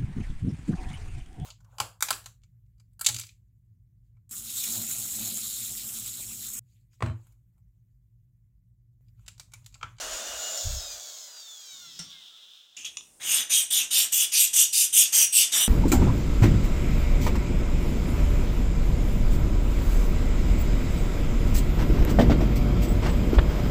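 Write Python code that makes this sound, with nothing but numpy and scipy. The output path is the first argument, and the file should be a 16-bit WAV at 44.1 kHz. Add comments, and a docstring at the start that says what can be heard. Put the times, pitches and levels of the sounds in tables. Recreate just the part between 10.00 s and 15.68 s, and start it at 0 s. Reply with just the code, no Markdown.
"""Power tool, then stone on steel

A hand-held power tool runs, is switched off and coasts down while it is laid on a bench: rotor tones,
gear rattle, fan hiss and duct hum, with knocks, a bench rumble and air buffeting the microphone.
After a scene change, fingers slide a small abrasive stone to and fro on a steel bar lying on a heavy
plate: dense random grit rings the modes of the bar; a short noise tail is the small workshop's answer."""
import sys
import numpy as np
from scipy import signal
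from scipy.fft import rfft, irfft, next_fast_len
from scipy.io import wavfile
from scipy.ndimage import uniform_filter1d, map_coordinates

SR = 44100
rng = np.random.default_rng(int(sys.argv[2]) if len(sys.argv) > 2 else 0)


def log_audio(samples):
    """Write samples as a 16-bit WAV file to the path given in sys.argv[1]."""
    # one column per channel
    frames = np.atleast_2d(samples).T
    # limit to full scale, then quantise
    limited = np.clip(frames, -1, 1)
    pcm = np.round(limited * 32767).astype(np.int16)
    wavfile.write(sys.argv[1], SR, pcm)


def elevation(decibels):
    """Turn decibel levels (scalar or array-like) into linear amplitude ratios."""
    levels = np.asarray(decibels, float)
    return 10 ** (levels / 20)


N = 250473
TIME = np.arange(N) / SR
CUT_S = 2.767

# Stone strokes, forth and back in turn. Each row: start in seconds, time to full speed in seconds,
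# slowness of the start (exponent), level in dB, lowest mode family in dB before the shift by place.
STROKES = [(3.197, .17, 1.64, -22, -1.5), (3.493, 0.073, 0.69, -19.5, -2), (3.701, 0.072, 0.51, -20, -2),
           (3.902, 0.091, 0.95, -17.5, -4), (4.117, 0.099, 0.35, -19, -3.5), (4.314, .11, 0.74, -16, -7),
           (4.527, 0.085, 0.66, -17, -7), (4.722, 0.1, 0.59, -17, -10.5), (4.922, 0.08, 0.97, -15.5, -6.5),
           (5.12, 0.096, 0.6, -15.5, -8.5), (5.319, 0.083, 0.93, -15.5, -7), (5.516, .095, 0.42, -19, -4)]
# Fingers nudge the stone into place. Each row: start in seconds, width of the slowing bell in seconds,
# level in dB, second mode family in dB re the upper modes.
NUDGES = [(2.765, 0.062, -42, 14.5), (2.846, 0.026, -33.5, 10.5)]
NUDGE_RISE_S, NUDGE_SLOWNESS, NUDGE_LOW_DB = 0.005, 0.27, 16.5
NUDGE_PLATE_DB = -5  # light nudges barely reach the plate
LAST_TURN_S = 5.72
SLOWING_SHARE = 0.29  # width of the slowing bell, as a share of the time left until the hand turns
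# Stone is set down. Each row: start in seconds, driving burst in dB.
TAPS = [(2.9704, -10), (2.984, -25), (3.0084, -32)]
# Steel bar, bending modes split by the plate under it, low to high families.
# Each row: frequency in Hz, width of the first resonator in Hz, relative gain in dB.
BAR_LOW_MODES = [(2580, 376, -7.5), (2907, 210, -2.5), (3240, 170, -2.5), (3385, 45, -1.5), (3536, 390, -3)]
BAR_MID_MODES = [(4886, 1000, -7), (5800, 310, -0.5), (5930, 160, 6), (6517, 620, 3.5), (6984, 42, 10.5),
                 (7130, 450, -17)]
BAR_TOP_MODES = [(7280, 265, -7.5), (8237, 810, -3), (8894, 102, -8.5), (9170, 120, 1), (9050, 1800, -15)]
BAR_SHEEN_MODES = [(10730, 2800, -6.5), (12290, 610, -13), (13840, 390, -3), (12340, 3700, -9.5),
                   (15060, 460, -12.5)]
# Families re the upper modes, set by where the stone bears: near end in dB, far end in dB.
LOW_BY_PLACE_DB, MID_BY_PLACE_DB, SHEEN_DB = (-2, 1.62), (-5, 0.61), -2.5
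MODE_WANDER_DB, SLIDE_SHARE = 3.2, 0.018
# Heavy plate spectrum. Each row: frequency in Hz, relative level in dB per Hz.
PLATE_SPECTRUM = [(24, -82), (40, -27), (281, -14), (415, -18), (739, -12.5), (832, -15.5), (1970, -5.5),
                  (2300, -4), (2990, -19.5), (5060, -120)]
PLATE_FOLLOWS_LOW = 0.34  # dB on the plate per dB of the lowest mode family
PLATE_WANDER_DB = 3.5

# Rotor: steady under current, then slowed by bearing friction and by fan drag (grows with speed squared).
FULL_TURNS_PER_S, SWITCH_OFF_S = 239.3, 0.59
FRICTION_TURNS_PER_S2, FAN_DRAG_PER_TURN = 79, 6e-4
# Tones locked to the rotor (fan blades, commutator bars, gear teeth), as multiples of the turn rate.
MULTIPLES = [6, 9, 12, 15, 18, 24, 25, 29, 30, 36, 42, 48, 54, 60]
# Strength of each multiple in dB, with the current on and coasting.
POWERED_DB = [-7, -20, -4, -11, -8, -12, -12, -4, -4, -26, -28, -28, -30, -30]
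COASTING_DB = [-9, -14, -9, -19, -9, -6, -22, -18, -10, -11, -16, -12, -18, -17]
TONE_FLICKER_DB = 4.5
# Gears and brushes as heard while the tool is swung round and laid down.
# Each row: time in seconds, rattle level in dB.
GEARS_LEVEL = [(0.24, -41.5), (0.61, -36.5), (0.86, -39.5), (1.32, -48), (1.58, -48.5), (2.11, -48),
               (2.62, -56.5), (2.75, -58.5)]
# Housing response to rattle at middle speed, to rattle at low speed, and to rotor tones.
# Each row: frequency in Hz, gain in dB.
HOUSING = [(1180, -83), (2000, -40), (2220, -7), (2560, -41), (3260, 3), (4070, 2), (5840, 2.5),
           (6750, 10.5), (10000, -14.5), (15500, -5)]
HOUSING_SLOW = [(880, -57), (1500, -44), (2170, -25), (2970, -2), (3580, 7), (4100, -5), (4600, -14),
                (5090, -6), (5670, -10), (12100, -29), (15500, -18)]
HOUSING_TONES = [(700, -32), (1350, -13), (1750, -23), (2200, -17), (2600, -19), (3300, -3), (4300, -9),
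                 (5300, 0), (6200, -8), (7050, 0), (7900, -22), (12000, -34)]
# Cooling air spectrum. Each row: frequency in Hz, relative level in dB per Hz.
AIR_SPECTRUM = [(120, -47), (200, -12.5), (607, -2), (1030, -3), (1430, 3), (2290, -6.5), (2800, 1),
                (4030, -5), (6960, 0.5), (11000, -14), (15500, -19)]
# Cooling air and duct hum: level at full speed, amplitude as a power of speed.
AIR_DB, AIR_POWER = -37.4, 1.01
HUM_DB, HUM_POWER = -47.5, 6.1
AWAY_DB, AWAY_S = -17.5, 1.41  # the outlet turns away from the microphone
DUCT_HZ, DUCT_WIDTH_HZ = 627, 200
# Tool knocks, switch and bench. Each row: start in seconds, peak of the ring in dB, thud in dB,
# tail of the crack in seconds.
KNOCKS = [(0.575, -24, -80, 0.015), (1.991, -29.5, -42.5, 0.14)]
# Knock modes, the bench thud first, then the housing.
# Each row: frequency in Hz, relative gain in dB, 60 dB decay in seconds.
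KNOCK_MODES = [(167, 0, 0.12), (1390, -6, 0.034), (1970, -9, 0.05), (5450, 3, 0.025), (5750, 4, 0.04),
               (7550, -4, .04), (8600, -1.5, 0.026)]
# Gusts over the microphone. Each row: start of the hold in seconds, hold in seconds, gain in dB.
GUSTS = [(.03, 0.079, -54), (.13, 0.02, -50), (.28, 0.11, -56), (0.656, 0.039, -26.5), (.725, 0.057, -33),
         (.85, 0.12, -59), (1.1, 0.17, -81)]
GUST_RISE_DB_PER_S, GUST_FALL_DB_PER_S = 1500, 450
# The tool's weight settles on the bench.
TOUCH_S, SETTLE_S, SETTLE_DB, SETTLED_DB = 1.72, 2.04, -63, -88
SETTLE_RISE_DB_PER_S, SETTLE_FALL_DB_PER_S = 45, 105
# Quiet shop spectrum. Each row: frequency in Hz, relative level in dB per Hz.
SHOP_SPECTRUM = [(18, -48), (30, -3.5), (292, -3), (606, -8), (1720, -17), (4090, -18.5), (8950, -1.5),
                 (12600, -17), (15500, -18)]
SHOP_DB = -60


def level(x, db=0):
    """Scales to an rms level."""
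    return x * elevation(db) / np.sqrt(np.mean(x ** 2))


def curve(rows):
    """Columns of a (s, value, ..) table at every sample."""
    s, *columns = np.transpose(rows)
    return [np.interp(TIME, s, c) for c in columns]


def colour(x, points):
    """Filters through a (Hz, dB) spectrum."""
    size = next_fast_len(N + SR // 4)
    hz, db = np.transpose(points)
    bins_hz = np.arange(size // 2 + 1) * SR / size
    gain = elevation(np.interp(np.log(bins_hz + 1), np.log(hz), db))
    return irfft(rfft(x, size) * gain, size)[:N]


def resonance(x, hz, width_hz):
    """Two-pole resonance, gain 1 at the centre."""
    return signal.lfilter(*signal.iirpeak(hz, hz / width_hz, SR), x)


def walk(rate):
    """Random levels held 1 / rate s and slewed twice; spread near 1."""
    k = int(SR / rate)
    held = np.repeat(rng.standard_normal(N // k + 1), k)
    return 1.59 * uniform_filter1d(uniform_filter1d(held, k), k)[:N]


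def grit(rate, spread_db):
    """Random catches at a mean rate per second, mostly small, a few large; unit rms."""
    hit, size, sign = rng.random((3, N))
    sizes = elevation(-spread_db * np.log(size + 2e-4))
    return level((hit < rate / SR) * sizes * np.sign(sign - 0.5))


def blow(s, db, tail_s):
    """A burst of noise that dies away by 60 dB in tail_s."""
    age = TIME - s
    decay = np.exp(-np.log(1000) * np.maximum(age, 0) / tail_s)
    return elevation(db) * (age >= 0) * rng.standard_normal(N) * decay


def swell(s, held_s, db, rise_db_per_s, fall_db_per_s):
    """Gain that climbs to a level, holds and sinks, straight in dB."""
    before_s = np.clip(s - TIME, 0, 1)
    after_s = np.clip(TIME - s - held_s, 0, 1)
    return elevation(db - rise_db_per_s * before_s - fall_db_per_s * after_s)


def stone():
    """Dense grit with stick-slip surges drives the bar and the plate; taps ring three of the bar's families."""
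    push, pace = hand()
    places = []
    for s, rise, _, fall, _, early, late in moves():
        places += [(s + rise / 2, *early), (s + rise + fall, *late)]
    low_db, mid_db = curve(places)
    surges = elevation(1.4 * walk(350))
    # grains near and far from a node drive each family in their own way
    families = []
    for modes in (BAR_LOW_MODES, BAR_MID_MODES, BAR_TOP_MODES, BAR_SHEEN_MODES):
        ringing = bar(surges * grit(10000, 1.7), modes, MODE_WANDER_DB)
        families.append(level(detuned(ringing, SLIDE_SHARE, 12)))
    # a slow stone strikes too softly to wake the highest modes
    shares = elevation(low_db), elevation(mid_db), 1, elevation(SHEEN_DB) * (pace + 0.03) ** 0.27
    mixed = sum(g * v for g, v in zip(shares, families))
    rub = push * mixed / np.sqrt(sum(g ** 2 for g in shares))
    # the heavy plate follows the push more weakly
    scouring = surges * grit(10000, 1.8) + 0.7 * grit(900, 2.2)
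    plate = level(colour(scouring, PLATE_SPECTRUM) * elevation(PLATE_WANDER_DB * walk(8)), -40)
    stroke_plate_db = 2.5 + PLATE_FOLLOWS_LOW * low_db
    plate_db = np.where(TIME < STROKES[0][0], NUDGE_PLATE_DB, stroke_plate_db)
    plate = plate * push ** 0.39 * elevation(plate_db)
    taps = sum(blow(s, db, 0.0043) for s, db in TAPS)
    tapped = elevation(12) * bar(taps, BAR_LOW_MODES, 0) + elevation(-4.5) * bar(taps, BAR_MID_MODES, 0)
    tapped = tapped + elevation(-7) * bar(taps, BAR_TOP_MODES, 0) + elevation(-3) * resonance(taps, 1180, 140)
    return rub + plate + tapped


def bar(force, modes, wander_db):
    """Rings one family of modes; the place of contact wanders and shares the drive out anew among them."""
    shares = np.array([elevation(wander_db * walk(16)) for _ in modes])
    shares = shares / np.sqrt(np.mean(shares ** 2, axis=0))
    out = 0
    for k, (hz, width_hz, db) in enumerate(modes):
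        ringing = resonance(resonance(force, hz, width_hz), hz, 2 * width_hz)
        out = out + (-1) ** k * elevation(db) * shares[k] * ringing
    return out


def detuned(x, share, rate):
    """The moving stone and fingers load the bar, so its modes slide a little in pitch."""
    return map_coordinates(x, [np.arange(N) + np.cumsum(share * walk(rate))], mode="mirror")


def hand():
    """Each stroke breaks loose, speeds up along an arc, slows along a bell; gives push and share of full speed."""
    push, pace = np.zeros((2, N))
    for s, rise, slowness, fall, db, _, _ in moves():
        age = TIME - s
        arc = np.sin(np.pi / 2 * np.clip(age / rise, 0, 1)) ** slowness
        rising = arc * np.clip(age / (0.091 * rise), 0, 1)
        # the stone sticks at the turn and lets go with a jerk
        jerk = 0.06 * np.clip(age / 0.0095, 0, 1) * np.exp(-np.maximum(age, 0) / 0.048)
        slowing = np.exp(-0.5 * (np.maximum(age - rise, 0) / fall) ** 2)
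        shape = (rising + jerk) * slowing
        pace, push = np.maximum(pace, shape), np.maximum(push, elevation(db) * shape)
    return push, pace


def moves():
    """All hand moves: start s, rise s, slowness, fall s, dB, (lowest, second family dB) early and late."""
    rows = []
    for s, fall, db, mid_db in NUDGES:
        place = (NUDGE_LOW_DB, mid_db)
        rows.append((s, NUDGE_RISE_S, NUDGE_SLOWNESS, fall, db, place, place))
    turns_s = [row[0] for row in STROKES[1:]] + [LAST_TURN_S]
    for k, ((s, rise, slowness, db, low_db), turn_s) in enumerate(zip(STROKES, turns_s)):
        ends = [(low_db + LOW_BY_PLACE_DB[end], MID_BY_PLACE_DB[end]) for end in (k % 2, 1 - k % 2)]
        rows.append((s, rise, slowness, SLOWING_SHARE * (turn_s - s - rise), db, *ends))
    return rows


def tool():
    """Rotor tones and gear rattle sound through the housing; the fan hisses and hums beside them."""
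    speed = rotor()
    turns = np.cumsum(speed) / SR
    gears_db = curve(GEARS_LEVEL)[0]
    slowed_db = 20 * np.log10(speed / FULL_TURNS_PER_S)
    whine = colour(rotor_tones(speed, turns, gears_db), HOUSING_TONES)
    gears = elevation(gears_db) * gear_rattle(speed, turns)
    return gears + whine + cooling_air(slowed_db) + duct_hum(slowed_db)


def rotor():
    """Turns a second: constant, then the closed-form coast-down under friction and square-law drag."""
    scale = np.sqrt(FRICTION_TURNS_PER_S2 / FAN_DRAG_PER_TURN)
    coast_s = np.clip(TIME - SWITCH_OFF_S, 0, CUT_S - SWITCH_OFF_S)
    angle = np.arctan(FULL_TURNS_PER_S / scale) - scale * FAN_DRAG_PER_TURN * coast_s
    return scale * np.maximum(np.tan(angle), 0)


def rotor_tones(speed, turns, gears_db):
    """Sines at multiples of the turn rate; worn brushes let each waver in strength and phase."""
    coasting = np.clip((238 - speed) / 8, 0, 1)
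    tones = 0
    for k, on_db, off_db in zip(MULTIPLES, POWERED_DB, COASTING_DB):
        tone_db = on_db + coasting * (off_db - on_db) + TONE_FLICKER_DB * walk(15.98)
        phase_turns = k * turns + 0.009 * k * walk(50)
        tones = tones + elevation(tone_db) * np.sin(2 * np.pi * phase_turns)
    # tones fade more slowly than the rattle until the rotor nearly stands
    fading_db = 12 * np.clip(105 / speed - 1, 0, 2)
    return tones * elevation(0.73 * gears_db - 8 - fading_db)


def gear_rattle(speed, turns):
    """The same flaws come round on every turn, among chance rattle; the housing response shifts at low speed."""
    slow = np.clip((125 - speed) / 35, 0, 1)
    flaws = rng.standard_normal(160)[(turns * 160).astype(int) % 160]
    rattle = (grit(8000, 2.2) + 0.5 * flaws) * elevation(walk(20))
    return (1 - slow) * level(colour(rattle, HOUSING)) + slow * level(colour(rattle, HOUSING_SLOW))


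def cooling_air(slowed_db):
    """Fan hiss: coloured noise that weakens with speed and as the outlet turns away."""
    away = np.sin(np.pi / 2 * np.minimum(TIME / AWAY_S, 1)) ** 2
    air = level(colour(rng.standard_normal(N), AIR_SPECTRUM)) * elevation(walk(26.6))
    return elevation(AIR_DB + AIR_POWER * slowed_db + AWAY_DB * away) * air


def duct_hum(slowed_db):
    """Noise through the duct resonance twice; falls steeply with speed."""
    once = resonance(rng.standard_normal(N), DUCT_HZ, DUCT_WIDTH_HZ)
    hum = level(resonance(once, DUCT_HZ, DUCT_WIDTH_HZ))
    return elevation(HUM_DB + HUM_POWER * slowed_db) * hum


def knocks():
    """Each knock cracks, rings the housing and, a moment later, thuds into the bench."""
    out = 0
    for s, db, thud_db, tail_s in KNOCKS:
        contact = blow(s, 0, tail_s / 2)
        ring = sum(elevation(mode_db) * resonance(contact, hz, np.log(1000) / np.pi / t60_s)
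                   for hz, mode_db, t60_s in KNOCK_MODES[1:])
        crack = colour(blow(s, -5, tail_s), [(70, -35), (300, -9.5), (1200, -8.5), (6000, 3.5), (12000, -19)])
        hz, mode_db, t60_s = KNOCK_MODES[0]
        age = np.maximum(TIME - s - 0.006, 0)
        thud = elevation(thud_db + mode_db) * np.sin(2 * np.pi * hz * age) * np.exp(-np.log(1000) * age / t60_s)
        out = out + elevation(db) * (ring / np.abs(ring).max() + crack) + thud
    return out


def buffet():
    """Slow pressure swings right on the microphone: low band noise gated by gusts."""
    band = signal.butter(2, [28, 75], "bandpass", fs=SR, output="sos")
    swings = signal.sosfilt(band, rng.standard_normal(N))
    # swings of even size
    swings = swings / np.sqrt(uniform_filter1d(swings ** 2, SR // 30) + 1e-12)
    gusts = sum(swell(*gust, GUST_RISE_DB_PER_S, GUST_FALL_DB_PER_S) for gust in GUSTS)
    return gusts * signal.sosfiltfilt(signal.butter(1, 110, fs=SR, output="sos"), swings)


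def bench():
    """A low rumble in the bench top while the tool is laid down."""
    rumble = colour(rng.standard_normal(N), [(30, -40), (80, -6), (170, -2.5), (330, -8.5), (700, -39)])
    weight = swell(SETTLE_S, 0, SETTLE_DB, SETTLE_RISE_DB_PER_S, SETTLE_FALL_DB_PER_S) + elevation(SETTLED_DB)
    return (TIME > TOUCH_S) * weight * level(rumble)


def workshop(x, t60_s, wet_db):
    """Adds a short diffuse tail, duller than the direct sound."""
    age = np.arange(SR // 2) / SR
    tail = rng.standard_normal(len(age)) * np.exp(-np.log(1000) * age / t60_s) * (age > 0.004)
    tail = signal.sosfilt(signal.butter(2, 9000, fs=SR, output="sos"), tail)
    return x + elevation(wet_db) * signal.fftconvolve(x, tail / np.sqrt(np.sum(tail ** 2)))[:N]


def quiet_shop():
    """Steady coloured noise of the room."""
    return level(colour(rng.standard_normal(N), SHOP_SPECTRUM), SHOP_DB)


def scene():
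    """The tool before the cut, the stone and the quiet shop after it."""
    first = tool() + buffet() + bench() + workshop(knocks(), 0.26, -6)
    second = workshop(stone(), 0.34, -11.5) + quiet_shop()
    return np.where(TIME < CUT_S, first, second)[None]


def low_pass(x):
    """Removes everything above the highest recorded frequency."""
    return signal.sosfilt(signal.butter(12, 15870, fs=SR, output="sos"), x)


def record(dry):
    """Returns the finished mono mix."""
    return low_pass(dry)


dry = scene()
out = record(dry)
log_audio(out)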